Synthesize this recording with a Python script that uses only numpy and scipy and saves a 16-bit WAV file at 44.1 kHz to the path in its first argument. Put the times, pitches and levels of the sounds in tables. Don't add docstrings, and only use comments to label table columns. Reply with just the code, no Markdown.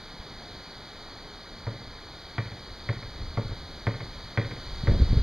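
import sys
import numpy as np
from scipy import signal
from scipy.fft import rfft, irfft, next_fast_len
from scipy.io import wavfile
from scipy.ndimage import uniform_filter1d

SR = 44100
rng = np.random.default_rng(int(sys.argv[2]) if len(sys.argv) > 2 else 0)


def pcm_store(signal):
    levels = np.round(np.clip(np.atleast_2d(signal), -1, 1) * 32767)
    wavfile.write(sys.argv[1], SR, levels.astype(np.int16).T)


N = 230554

# t/s, boom level/dB, crack level/dB, clack level/dB, treble change of the repeats/dB,
# tilt of the quick modes/(dB per octave), bounce change/dB, change of the upper boom modes/dB
THUDS = [(1.6682, -31, -34, -35.5, -7, -1, .5, 0), (2.382, -27.5, -23.5, -31, -1, 1, -0.3, -5),
         (2.89, -26.5, -25.5, -31, 3, -0.5, 1, -2), (3.3725, -25.5, -34, -29.5, 0.5, 0, 3.5, 1),
         (3.869, -24.5, -23.5, -28, 5.5, 0.8, 0.5, 1), (4.375, -23, -18.5, -28.5, 3, -0.2, .1, 1),
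         (4.873, -22, -25.5, -35, -0.5, -4, 4, 0.3)]
# f/Hz, level/dB, time of greatest swing/s
BOOM_MODES = [(112.7, 2, 0.011), (198, -13, 0.021), (301, -15.5, 0.014), (398.4, -16.5, 0.0094),
              (462, -13.5, 0.011), (565.6, -14, 0.011)]
# f/Hz, level/dB, time to fall 60 dB/s
CLACK_MODES = [(668, 2.5, 0.044), (757, -3, 0.043), (906, 0.5, 0.037), (973, -0.5, 0.06),
               (1102, 3.5, 0.029), (1198, 0, 0.047), (1397, -2, 0.055)]
# f/Hz, level/dB, time to fall 60 dB/s
CRACK_MODES = [(1535, 2.5, 0.016), (1670, -34, 0.015), (1795, -4.5, 0.058), (1915, 0, 0.033),
               (2017, 1.5, 0.021), (2150, 3, 0.016), (2350, -10, 0.068), (3285, -8, 0.021)]
# t after the blow/s, level/dB
CONTACTS = [(0, 2.4), (.0065, -1.5), (.0215, -11.5), (0.04, -13)]
REPEAT_DELAYS = [.036, .072, .137, .19]
# boom level/dB, treble level/dB
REPEAT_LEVELS = [(-14, -35), (-13.5, -19), (-13.5, -16.5), (-23.5, -29)]
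# f/Hz, level/dB, time to fall 60 dB/s
YARD_TAIL = [(100, -31, 0.69), (198, -13.5, 0.38), (400, -11, 0.2), (700, -9.5, 0.1), (1510, -10, 0.51),
             (3000, -8.5, 0.79)]
# t/s, rumble level/dB
WIND_STRENGTH = [(0, -52.5), (1.5, -52), (1.95, -49), (2.3, -51), (2.9, -46), (3.3, -40.5), (3.8, -44),
                 (4.4, -47.5), (4.75, -38), (5.0, -28.5), (5.23, -31)]
# t of greatest strength/s, rumble level/dB, length/s
GUSTS = [(.04, -47.5, .04), (3.109, -43, 0.033), (3.244, -35.5, 0.066), (3.502, -45, 0.094),
         (4.238, -44.5, 0.044), (4.69, -50, 0.064), (4.921, -23, 0.1), (5.022, -25, 0.033),
         (5.129, -26, .04), (5.177, -23, .04)]
# f/Hz, level/dB
RUMBLE_COLOUR = [(12, -12.5), (25, 1), (50, -4.5), (80, -4.5), (120, -12.5), (200, -20.5)]
# f/Hz, level/dB
FLUTTER_COLOUR = [(40, -28), (90, -3), (150, 0.9), (300, -5.5), (500, -11), (900, -25)]
# t of peak/s, peak level/dB, length/s, push +1 or pull -1
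BUFFETS = [(0.202, -35, 0.0075, 1), (4.838, -18.5, 0.0034, 1), (4.92, -16, 0.0046, 1),
           (4.938, -19, 0.0082, -1), (5.002, -17, 0.0024, -1), (5.021, -17, 0.0038, -1),
           (5.027, -16.5, 0.0045, 1), (5.115, -15.5, 0.0058, -1), (5.131, -14, 0.0023, -1),
           (5.173, -11.5, 0.0046, -1), (5.188, -15, 0.0133, 1)]
# t/s, bright level/dB, dull level/dB
HISS_LEVELS = [(0.0, -49, -49.5), (0.48, -48.5, -49), (1.92, -50, -49.5), (2.21, -49, -50),
               (4.32, -48, -49), (5.01, -44.5, -47.5), (5.23, -45, -47)]
# f/Hz, level/dB
BRIGHT_COLOUR = [(1500, -13), (2600, -10), (3300, -4), (4400, -0.05), (4950, -3.5), (5200, -18),
                 (6000, -16), (6800, -18), (7600, -31.5), (9000, -29), (11500, -26), (13500, -31),
                 (15000, -28)]
# f/Hz, level/dB
DULL_COLOUR = [(40, -10), (100, -3.5), (300, -1), (800, -2.4), (1500, -4.5), (2400, -7), (3500, -68)]
# start t/s, end t/s, f/Hz, level/dB
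HOOTS = [(0.346, 0.594, 709, -57.5), (0.96, 1.094, 712, -62.5), (1.223, 1.357, 417, -56)]
# f/Hz, width/Hz, width of the bottom/Hz
NOTCHES = [(2735, 500, 45), (5500, 260, 40), (8000, 500, 250), (10900, 500, 20), (11000, 500, 20)]

SNAP_S, DAMPED_S, DAMPING_S = .0138, .034, .002
CRACK_LEAD_S = .0008
TILT_HZ = 1200
SHUDDER_DB, SHUDDER_T60_S = -12, 0.75
FLUTTER_CALM_DB, FLUTTER_FROM_DB, FLUTTER_SLOPE = -54.5, -37.5, 1.22
EDGE_HZ = 15150


def gain_of(db):
    return 10 ** (np.asarray(db) / 20)


def evened(x):
    return x / np.sqrt(np.mean(x ** 2) + 1e-20)


def read(points, hz, column=1):
    rows = np.transpose(points)
    return np.interp(np.log(hz + 1), np.log(rows[0] + 1), rows[column])


def curve(points, column):
    rows = np.transpose(points)
    return np.interp(np.arange(N) / SR, rows[0], rows[column])


def add(mix, s, sound):
    part = mix[round(s * SR):][:len(sound)]
    part += sound[:len(part)]


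def noise(spectrum):
    size = next_fast_len(N)
    hz = np.fft.rfftfreq(size, 1 / SR)
    colour = gain_of(read(spectrum, hz)) / (1 + (hz / spectrum[-1][0]) ** 8)
    white = rfft(rng.standard_normal(N), size)
    return evened(irfft(white * colour, size)[:N])


def lumps(per_s):
    size = max(round(SR / per_s), 1)
    once = uniform_filter1d(rng.standard_normal(N), size)
    return evened(uniform_filter1d(once, size))


def thuds():
    direct, repeats = np.zeros(N), np.zeros(N)
    for s, boom_db, crack_db, clack_db, treble_db, tilt_db, bounce_db, upper_db in THUDS:
        low = gain_of(boom_db) * boom(upper_db)
        crack = gain_of(crack_db) * ring(CRACK_MODES, tilt_db, bounce_db)
        clack = gain_of(clack_db) * ring(CLACK_MODES, tilt_db, bounce_db)
        high = crack + clack
        add(direct, s - CRACK_LEAD_S, high)
        add(direct, s, low)
        for delay, (low_db, high_db) in zip(REPEAT_DELAYS, REPEAT_LEVELS):
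            add(repeats, s + delay, gain_of(low_db) * low)
            add(repeats, s + delay - CRACK_LEAD_S, gain_of(high_db + treble_db) * high)
    return direct + repeats + yard(direct)


def boom(upper_db):
    t = np.arange(round(2 * DAMPED_S * SR)) / SR
    swing = np.zeros(len(t))
    for hz, db, top in BOOM_MODES:
        is_upper = hz > BOOM_MODES[0][0]
        swell = t / top * np.exp(1 - t / top)
        swing -= gain_of(db + upper_db * is_upper) * swell * np.cos(2 * np.pi * hz * (t - SNAP_S))
    return np.sqrt(2) * swing / (1 + np.exp((t - DAMPED_S) / DAMPING_S))


def ring(modes, tilt_db, bounce_db):
    t, out = np.arange(3000) / SR, np.zeros(6000)
    phases = rng.uniform(-1.6, 1.8, (len(CONTACTS), len(modes)))
    attack = np.minimum(t / 0.00042, 1)
    for (s, blow_db), row in zip(CONTACTS, phases):
        rung = np.zeros(len(t))
        for (hz, db, t60), phase in zip(modes, row):
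            tilted_db = db + tilt_db * np.log2(hz / TILT_HZ)
            rung += gain_of(tilted_db - 60 * t / t60) * np.cos(2 * np.pi * hz * t + phase)
        contact_db = blow_db + bounce_db * (s > 0)
        add(out, s, gain_of(contact_db) * rung * attack)
    return out / np.sqrt(len(modes))


def yard(x):
    taps = np.zeros(SR)
    at = np.arange(600, SR - 20, 20)
    taps[at + rng.integers(0, 20, len(at))] = rng.choice([-1., 1.], len(at))
    hz, t, bands = signal.stft(taps, SR, nperseg=512)
    t60 = read(YARD_TAIL, hz, column=2)[:, None]
    fading = gain_of(read(YARD_TAIL, hz)[:, None] - 60 * t / t60)
    bands = bands * fading / np.sqrt(t60 * SR / 20 / 27.0)
    tail = signal.istft(bands, SR, nperseg=512)[1]
    return signal.fftconvolve(x, tail)[:N]


def shudder():
    level, t = np.zeros(N), np.arange(SR // 2) / SR
    for s, boom_db, *_ in THUDS:
        add(level, s, gain_of(boom_db + SHUDDER_DB - 60 * t / SHUDDER_T60_S))
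    return level * evened(noise(FLUTTER_COLOUR) * gain_of(2.4 * lumps(49)))


def wind():
    t = np.arange(N) / SR
    strength = gain_of(curve(WIND_STRENGTH, 1))
    for s, db, length in GUSTS:
        strength += gain_of(db) * np.exp(-(2 * (t - s) / length) ** 2)
    excess_db = np.maximum(20 * np.log10(strength) - FLUTTER_FROM_DB, 0)
    flutter_db = FLUTTER_CALM_DB + FLUTTER_SLOPE * excess_db
    rumble = strength * evened(noise(RUMBLE_COLOUR) * gain_of(1.7 * lumps(26)))
    flutter = gain_of(flutter_db) * evened(noise(FLUTTER_COLOUR) * gain_of(1.5 * lumps(40)))
    return rumble + flutter + buffets()


def buffets():
    bursts = np.zeros(N)
    for s, db, length, push in BUFFETS:
        u = np.arange(-3, 3, 1 / (length * SR)) * 2
        pulse = (1 - 0.58 * u ** 2) * np.exp(-u ** 2 / 2)
        add(bursts, s - 3 * length, np.sign(push) * gain_of(db) * pulse)
    return bursts


def hiss():
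    bright = gain_of(curve(HISS_LEVELS, 1)) * noise(BRIGHT_COLOUR)
    dull = gain_of(curve(HISS_LEVELS, 2)) * noise(DULL_COLOUR)
    return bright + dull


def hoots():
    out = np.zeros(N)
    for start, end, hz, db in HOOTS:
        t = np.arange(0, end - start, 1 / SR)
        swell = signal.windows.tukey(len(t), .5)
        add(out, start, np.sqrt(2) * gain_of(db) * np.sin(2 * np.pi * hz * t) * swell)
    return out


def scene():
    return np.tile(thuds() + shudder() + wind() + hiss() + hoots(), (2, 1))


def record(dry):
    out = dry
    both_signs = np.array([1, -1])
    for hz, width, bottom in NOTCHES:
        zeros = np.exp((2j * hz * both_signs - bottom) * np.pi / SR)
        poles = np.exp((2j * hz * both_signs - width) * np.pi / SR)
        out = signal.lfilter(np.poly(zeros).real, np.poly(poles).real, out)
    out = np.array([np.r_[0, out[0, :-1]], out[1]])
    low_pass = signal.firwin(511, EDGE_HZ, window=("kaiser", 9), fs=SR)
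    return signal.oaconvolve(out, low_pass[None], "same")


dry = scene()
out = record(dry)
pcm_store(out)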